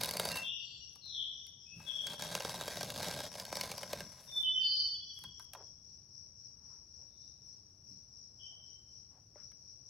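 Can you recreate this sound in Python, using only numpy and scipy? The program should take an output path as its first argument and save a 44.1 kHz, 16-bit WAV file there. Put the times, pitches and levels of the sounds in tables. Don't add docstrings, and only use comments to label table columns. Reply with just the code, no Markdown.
import sys
import numpy as np
from scipy import signal
from scipy.fft import rfft, irfft, next_fast_len
from scipy.io import wavfile
from scipy.ndimage import uniform_filter1d, map_coordinates

SR = 44100
rng = np.random.default_rng(int(sys.argv[2]) if len(sys.argv) > 2 else 0)


def wrap_up_sound(samples):
    columns = np.atleast_2d(samples).T
    tamed = np.clip(columns, -1, 1)
    steps = np.round(tamed * 32767).astype(np.int16)
    wavfile.write(sys.argv[1], SR, steps)


N = 436149

# time in seconds, effort in dB.
FIRST_PULL = [(0, -46), (0.12, -50.5), (0.25, -46.5), (0.369, -48), (0.45, -63.5), (0.5, -82.5)]
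SECOND_PULL = [(1.74, -89), (1.819, -65), (2.0, -70.5), (2.1, -52.5), (2.299, -49.5), (2.88, -51),
               (3.0, -45.5), (3.242, -49), (3.3, -51.5)]
THIRD_PULL = [(3.302, -55), (3.49, -55), (3.6, -50.5), (3.881, -57), (3.98, -54), (4.08, -66.5),
              (4.42, -70), (4.52, -90)]
# frequency in Hz, relative level in dB.
THRUM_SPECTRUM = [(30, -22), (80, -9), (125, -4), (180, -0.5), (270, -13), (900, -45.5)]
CRISP_SPECTRUM = [(1000, -16.5), (2800, 0), (4400, 3.5), (7000, -4), (11000, 1), (16000, -7.5)]
# frequency in Hz, seconds to fall 60 dB.
WOODS_DECAY = [(3000, 1.0), (8000, 0.46)]


def amp(db):
    return 10 ** (np.asarray(db) / 20)


def unit(x):
    return x / np.sqrt(np.mean(x ** 2) + 1e-20)


def along(points, hz):
    f, v = np.transpose(points)
    return np.interp(np.log(hz + 1), np.log(f), v)


def wobble(rate):
    return map_coordinates(rng.standard_normal(int(N * rate / SR) + 4), [np.arange(N) * rate / SR])


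def swell(length):
    return np.hanning(round(length * SR))


def add(track, s, x):
    start = round(s * SR)
    x = x[..., max(-start, 0):max(N - start, 0)]
    track[..., max(start, 0):max(start, 0) + x.shape[-1]] += x


def pan(lean_db):
    gains = amp([[lean_db / 2], [-lean_db / 2]])
    return np.sqrt(2) * gains / np.linalg.norm(gains)


def colour(x, spectrum):
    size = next_fast_len(N + SR // 2)
    gain = amp(along(spectrum, np.fft.rfftfreq(size, 1 / SR)))
    return unit(irfft(rfft(x, size) * gain, size)[..., :N])


def through(x, response):
    return signal.fftconvolve(x, response, axes=-1)[..., :N]


def echo(decays):
    hz, t, noise = signal.stft(rng.standard_normal((2, SR + SR // 2)), SR, nperseg=256)
    tail = signal.istft(noise * amp(-60 * t / along(decays, hz)[:, None]), SR, nperseg=256)[1]
    return tail / np.linalg.norm(tail[0])


def air(level_db=-67.5):
    # frequency in Hz, relative level in dB.
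    spectrum = [(25, -28), (70, 2.5), (130, -1), (250, -13), (500, -20), (1200, -29), (2000, -37.5),
                (7000, -38.5), (15500, -44.5)]
    return amp(level_db) * colour(rng.standard_normal((2, N)), spectrum)


def cricket(chirp_s=0.19, period_s=0.264, stroke_hz=190, chorus=0.42, direct_db=-64.0, wet_db=7.0):
    bouts = [(0.047, 3.06), (3.275, 7.51), (7.94, 8.965), (9.44, 9.93)]
    # frequency in Hz, relative level in dB.
    wing = [(3300, -44), (5000, -20), (5300, -6), (5540, -0.5), (5690, -4), (5830, 3.5), (5950, -13.5),
            (6250, -26.5), (8500, -50.5)]
    effort = np.full(N, chorus)
    for first, last in bouts:
        for s in np.linspace(first, last, round((last - first) / period_s) + 1):
            add(effort, s - chirp_s / 2 - .02, np.sqrt(swell(chirp_s)))
    stroke_phase = (stroke_hz * np.arange(N) / SR + .35 * wobble(60)) % 1
    song = colour(rng.standard_normal(N) * effort * np.exp(-4.5 * stroke_phase), wing)[None]
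    near = pan(13) * song
    far = pan(8) * unit(through(song, echo(WOODS_DECAY)))
    return amp(direct_db) * (near + amp(wet_db) * far)


def pips(length=0.028, first_hz=3390, sag_hz=24, fall_hz=70, swing_hz=5, level_db=-52, lean_db=4):
    starts = [4.945, 5.02, 5.093, 5.163, 5.243]
    pitches = first_hz - sag_hz * np.arange(len(starts))
    return [(s, length, hz + fall_hz / 2, hz - fall_hz / 2, swing_hz, level_db, lean_db)
            for s, hz in zip(starts, pitches)]


def birds(trill_hz=138, far_direct_db=-3, pip_direct_db=4, skew=1.16):
    # start and length in seconds, first pitch, last pitch and trill swing in Hz,
    # level and leftward pan in dB.
    far_notes = [(0.29, 0.13, 2770, 2676, 48, -41.5, 5.5), (0.46, 0.12, 2790, 2925, 23, -45.5, 22),
                 (0.418, 0.12, 3393, 3260, 240, -38.5, 8.5), (0.565, 0.24, 4370, 4170, 380, -54, 4),
                 (0.56, 0.29, 7500, 7180, 150, -73, -2), (1.005, 0.17, 4170, 3370, 320, -46, 10),
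                 (1.11, 0.14, 3543, 3168, 194, -38, 7), (1.651, 0.15, 2526, 2655, 54, -56, 8.5),
                 (1.858, 0.074, 3410, 3262, 103, -38.5, 14), (1.92, 0.12, 3388, 3240, 115, -39, 6.5),
                 (4.275, 0.13, 3594, 3525, 2, -46, -1), (4.352, 0.069, 3557, 3492, 1.8, -34, 3),
                 (4.425, 0.12, 3046, 2990, 2.4, -32.5, -3.5), (4.54, 0.092, 3085, 3030, 3.3, -32.5, 1),
                 (4.595, 0.29, 4495, 4510, 360, -33.5, 5.5), (4.61, 0.22, 4480, 4515, 25, -37, -1.5),
                 (7.04, 0.3, 3690, 3890, 240, -74.5, 7.5), (8.39, 0.06, 3157, 3068, 60, -53.5, 0)]
    out = np.zeros((2, N))
    for notes, direct_db in (far_notes, far_direct_db), (pips(), pip_direct_db):
        for s, length, first_hz, last_hz, swing_hz, db, lean_db in notes:
            u = np.linspace(0, 1, round(length * SR))
            trill = np.sin(2 * np.pi * np.cumsum(trill_hz * (1 + .16 * wobble(110)[:len(u)])) / SR)
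            hz = first_hz + (last_hz - first_hz) * u + swing_hz * trill
            pulsing = 1 + min(swing_hz / 600, .9) * trill
            envelope = abs(np.sin(np.pi * u ** skew)) ** 0.85
            note = envelope * pulsing * np.sin(2 * np.pi * np.cumsum(hz) / SR)
            woods = echo(WOODS_DECAY)
            woods[1] = 0.5 * woods[0] + 1.3 * woods[1]
            woods[:, 0] += amp(direct_db)
            far = signal.fftconvolve(note[None], woods, axes=1)
            loudest = np.sqrt(uniform_filter1d(np.mean(far ** 2, axis=0), size=2600).max())
            add(out, s, amp(db) * pan(lean_db) * far / loudest)
    return out


def board(spectrum, s, vary_db, lag_s=.0021, detune=.007, size=2048):
    # frequency in Hz, lift in dB in each of the pulls.
    resonances = [(586.3, 6, 8.3, 9), (1005, 8.5, 4.32, 8), (1590, 7.5, 10.9, 8.5), (2170, 6, 2.5, 4.5),
                  (3330, -5, 6, 2.5), (3800, 6, 7.9, 1.5), (4540, 9.5, 4, 5.5), (4870, 9, 5, 10.5),
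                  (5400, 0, 2, 7.5), (5820, 1.5, 2.5, 6.5)]
    which_pull = np.searchsorted([SECOND_PULL[0][0], THIRD_PULL[0][0]], s)
    hz = np.fft.rfftfreq(size, 1 / SR)
    db = along(spectrum, hz)
    for mode_hz, *lifts in resonances:
        centre_hz = mode_hz * (1 + detune * rng.standard_normal())
        width_hz = 65 + .022 * mode_hz
        db += lifts[which_pull] / (1 + (2 * (hz - centre_hz) / width_hz) ** 2)
    db += vary_db * unit(uniform_filter1d(rng.standard_normal(len(hz)), size=16))
    cepstrum = irfft(np.log(amp(db)))
    cepstrum[1:size // 2] *= 2
    cepstrum[size // 2 + 1:] = 0
    dispersion = 4 * np.pi * lag_s * (np.sqrt(1000 * hz) - hz * np.sqrt(1000 / SR / 2))
    return irfft(np.exp(rfft(cepstrum) - 1j * dispersion))


def pressed(hz, width_octaves, depth_db):
    f = np.geomspace(30, SR / 2, 80)
    octaves = np.log2(f / hz)
    db = -depth_db * np.log10(1 + (octaves / width_octaves) ** 2) - 2 * octaves ** 2
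    return np.transpose([f, db])


def burst(s, peak_db, spectrum, tear_t60, tear_share, vary_db):
    t = np.arange(SR // 20) / SR
    tear = tear_share * rng.standard_normal(len(t)) * amp(-60 * t / tear_t60)
    tear[0] = 1
    ring = signal.fftconvolve(tear, board(spectrum, s, vary_db))
    return amp(peak_db) * ring / abs(ring).max()


def threads(rate, spread_db, clump_db):
    sizes = amp(spread_db * np.minimum(rng.standard_exponential(N), 4)) * rng.choice([-1, 1], N)
    parting = rng.random(N) < rate / SR
    return unit(sizes * parting * amp(clump_db * wobble(90)))


def taps():
    # start in seconds, peaks of tick and knock in dB, knock pitch in Hz.
    touches = [(0.957, -48.5, -57, 794), (1.057, -56, -65, 907), (1.467, -45, -81, 1500),
               (1.8, -56.5, -49.5, 890), (5.238, -39, -49.5, 1060), (5.396, -44.5, -45.5, 1200),
               (5.534, -37.5, -46.5, 745), (5.549, -49, -39, 1009), (9.356, -73, -49, 440),
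               (9.516, -58, -58, 1700)]
    out = np.zeros(N)
    for s, tick_db, knock_db, hz in touches:
        hump = pressed(hz, width_octaves=.6, depth_db=14)
        add(out, s, burst(s, tick_db, CRISP_SPECTRUM, tear_t60=.02, tear_share=.25, vary_db=1.5))
        add(out, s, burst(s, knock_db, hump, tear_t60=.035, tear_share=.2, vary_db=1.5))
    return out


def handling():
    # start and length in seconds, level in dB.
    rustles = [(0.88, 0.14, -77), (1.41, 0.13, -76), (4.19, 0.09, -59.5), (4.275, 0.22, -59.5),
               (4.84, 0.08, -72), (5.1, 0.22, -65), (5.375, 0.09, -66), (7.38, 0.2, -85)]
    flexes = [(1.69, 0.18, -56), (3.88, 0.26, -52.5), (5.186, 0.16, -61), (7.8, 0.24, -63)]
    # start and length in seconds, pitch in Hz, level in dB.
    rubs = [(5.506, 0.18, 575, -62), (6.5, 0.42, 1000, -79), (6.952, 0.16, 575, -74.5),
            (8.25, 0.6, 610, -78), (9.088, 0.14, 780, -72.5), (9.334, 0.14, 1380, -70.5)]
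    # frequency in Hz, relative level in dB.
    paper_spectrum = [(300, -18.5), (1000, 3), (6000, -8), (11000, 10.5), (16000, -6.5)]
    crumple, flex, rub = np.zeros((3, N))
    skin = rng.standard_normal(N) * amp(1.8 * wobble(31))
    for envelope, rows in (crumple, rustles), (flex, flexes):
        for s, length, db in rows:
            add(envelope, s, amp(db) * swell(length))
    for s, length, hz, db in rubs:
        stroke = swell(length)
        drag = colour(skin, pressed(hz, width_octaves=0.3, depth_db=11.5))
        add(rub, s, amp(db) * stroke * drag[round(s * SR):][:len(stroke)])
    paper = colour(threads(rate=400, spread_db=3.4, clump_db=4.5), paper_spectrum)
    return crumple * paper + flex * colour(skin, THRUM_SPECTRUM) + rub


def pull_effort(slack_s=0.06, slack_db=17):
    regrips = [2.17, 3.295]
    t = np.arange(N) / SR
    effort = np.full(N, -150.)
    for rows in FIRST_PULL, SECOND_PULL, THIRD_PULL:
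        s, db = np.transpose(rows)
        during = (t >= s[0]) & (t <= s[-1])
        effort[during] = np.interp(t[during], s, db)
    for s in regrips:
        add(effort, s - slack_s / 2, -slack_db * swell(slack_s))
    return effort


def slips(rate_hz, jitter, spread_db, tear_t60):
    turns = np.cumsum(rate_hz * np.exp(jitter * wobble(70))) / SR
    onsets = np.diff(np.floor(turns), prepend=0)
    sizes = amp(spread_db * np.clip(rng.standard_normal(N), -2, 1.5))
    fade = amp(-60 * np.arange(SR // 20) / SR / tear_t60)
    return unit(rng.standard_normal(N) * through(onsets * sizes, fade))


def peeling(effort, steady_db=-52, spot_s=.15):
    # frequency in Hz, relative level in dB.
    crackle = [(300, -49), (1200, -22), (2500, 3.5), (4400, -10.5), (6000, 12.5), (7500, 6.5), (10500, 6),
               (16000, -8)]
    rasp = [(2000, -33.5), (3600, -1), (5000, 0.5), (6200, -7), (9000, -26.5)]
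    knock = [(35, -37), (100, -12), (380, -9), (520, 0), (750, -1.5), (1200, -6.5), (2200, -8.5),
             (3500, -22.5), (8000, -65.5)]

    def driven(offset_db, slope):
        return amp(steady_db + offset_db + slope * (effort - steady_db))

    parting = threads(rate=7000, spread_db=1.5, clump_db=4.5)
    plucks = unit(parting + slips(rate_hz=88, jitter=.3, spread_db=1.0, tear_t60=0.017))
    flexing = rng.standard_normal(N) * amp(0.73 * wobble(25))
    out = driven(offset_db=-4.5, slope=0.89) * colour(flexing, THRUM_SPECTRUM)
    for spectrum, offset_db, slope in (crackle, -2, 0.75), (rasp, -1.5, 0.92), (knock, -0.68, 1):
        force = driven(offset_db, slope) * plucks
        for s in np.arange(0, THIRD_PULL[-1][0], spot_s):
            spot = board(spectrum, s + spot_s / 2, vary_db=2.0)
            push = force[round(s * SR):round((s + spot_s) * SR)]
            add(out, s, signal.fftconvolve(push, spot / np.linalg.norm(spot)))
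    return out


def small_patches(effort, per_second=50, over_effort_db=11.5, spread_db=4.5, knock_offset_db=-5.5):
    chance = rng.random((400, 3))
    times = np.cumsum(0.5 + chance[:, 0]) / per_second
    scatter_db = spread_db * (2 * chance[:, 1:] - 1)
    rows = []
    for s, (crack, knock) in zip(times, scatter_db):
        if s < THIRD_PULL[-1][0]:
            db = effort[int(s * SR)] + over_effort_db
            rows.append((s, db + crack, db + knock + knock_offset_db))
    return rows


def snaps(effort):
    # start in seconds, peaks of the paper's crack and the board's knock in dB.
    large_patches = [(0.0117, -25, -37.5), (0.0344, -20, -44), (0.0453, -25.5, -52), (0.058, -27, -45.5),
                     (0.0896, -26, -42.5), (0.1104, -24.5, -39), (0.1374, -26.5, -41.5),
                     (0.1693, -24.5, -39), (0.197, -19.5, -27.5), (0.2529, -23, -29), (0.288, -27.5, -47),
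                     (0.3161, -26, -42), (0.358, -28, -39), (0.37, -28, -43), (2.0687, -30.5, -51),
                     (2.2219, -26, -35), (2.351, -21.5, -28.5), (2.4044, -29, -32), (2.4486, -27, -30),
                     (2.4939, -27.5, -34.5), (2.6103, -29, -31), (2.6786, -27, -32), (2.7708, -29, -32.5),
                     (2.8085, -28, -36), (2.8304, -26.5, -33), (2.902, -28, -53), (3.0289, -28, -38.5),
                     (3.0836, -29, -33), (3.1114, -29.5, -44), (3.2034, -28, -35.5), (3.353, -35.5, -38),
                     (3.3984, -27, -45), (3.4521, -32.5, -49.5), (3.5265, -32, -28.5),
                     (3.5543, -27.5, -40.5), (3.5692, -27, -34), (3.6107, -22, -38.5), (3.6351, -30, -34),
                     (3.7156, -29, -38), (3.7796, -30, -41), (3.8314, -30.5, -35), (3.9316, -24, -28.5),
                     (4.0051, -31, -39.0)]
    # frequency in Hz, relative level in dB.
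    duller_spectrum = [(300, -18.5), (1000, -8.5), (2000, 0.5), (6000, 2), (7500, -3), (16000, -9.5)]
    hollow = pressed(hz=620, width_octaves=.6, depth_db=13)
    out = np.zeros(N)
    for s, crack_db, knock_db in list(large_patches) + small_patches(effort):
        paper = CRISP_SPECTRUM if s < FIRST_PULL[-1][0] else duller_spectrum
        add(out, s, burst(s, crack_db, paper, tear_t60=.015, tear_share=.28, vary_db=2.0))
        add(out, s, burst(s, knock_db, hollow, tear_t60=.014, tear_share=.12, vary_db=2.0))
    return out


def scene():
    # frequency in Hz, seconds to fall 60 dB.
    room_decay = [(150, 0.5), (14000, 0.13)]
    effort = pull_effort()
    tape = peeling(effort) + handling() + snaps(effort) + taps()
    walls_mid, walls_side = through(tape[None], echo(room_decay))
    air_mid, air_side = air()
    mid = tape + amp(-14) * walls_mid + air_mid
    side = amp(-28) * walls_side + amp(-23) * air_side
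    return np.array([mid + side, mid - side]) + cricket() + birds()


def record(dry):
    top_hz = 16000
    size = next_fast_len(N + SR // 2)
    passband = np.fft.rfftfreq(size, 1 / SR) < top_hz
    return irfft(rfft(dry, size) * passband, size)[:, :N]


dry = scene()
out = record(dry)
wrap_up_sound(out)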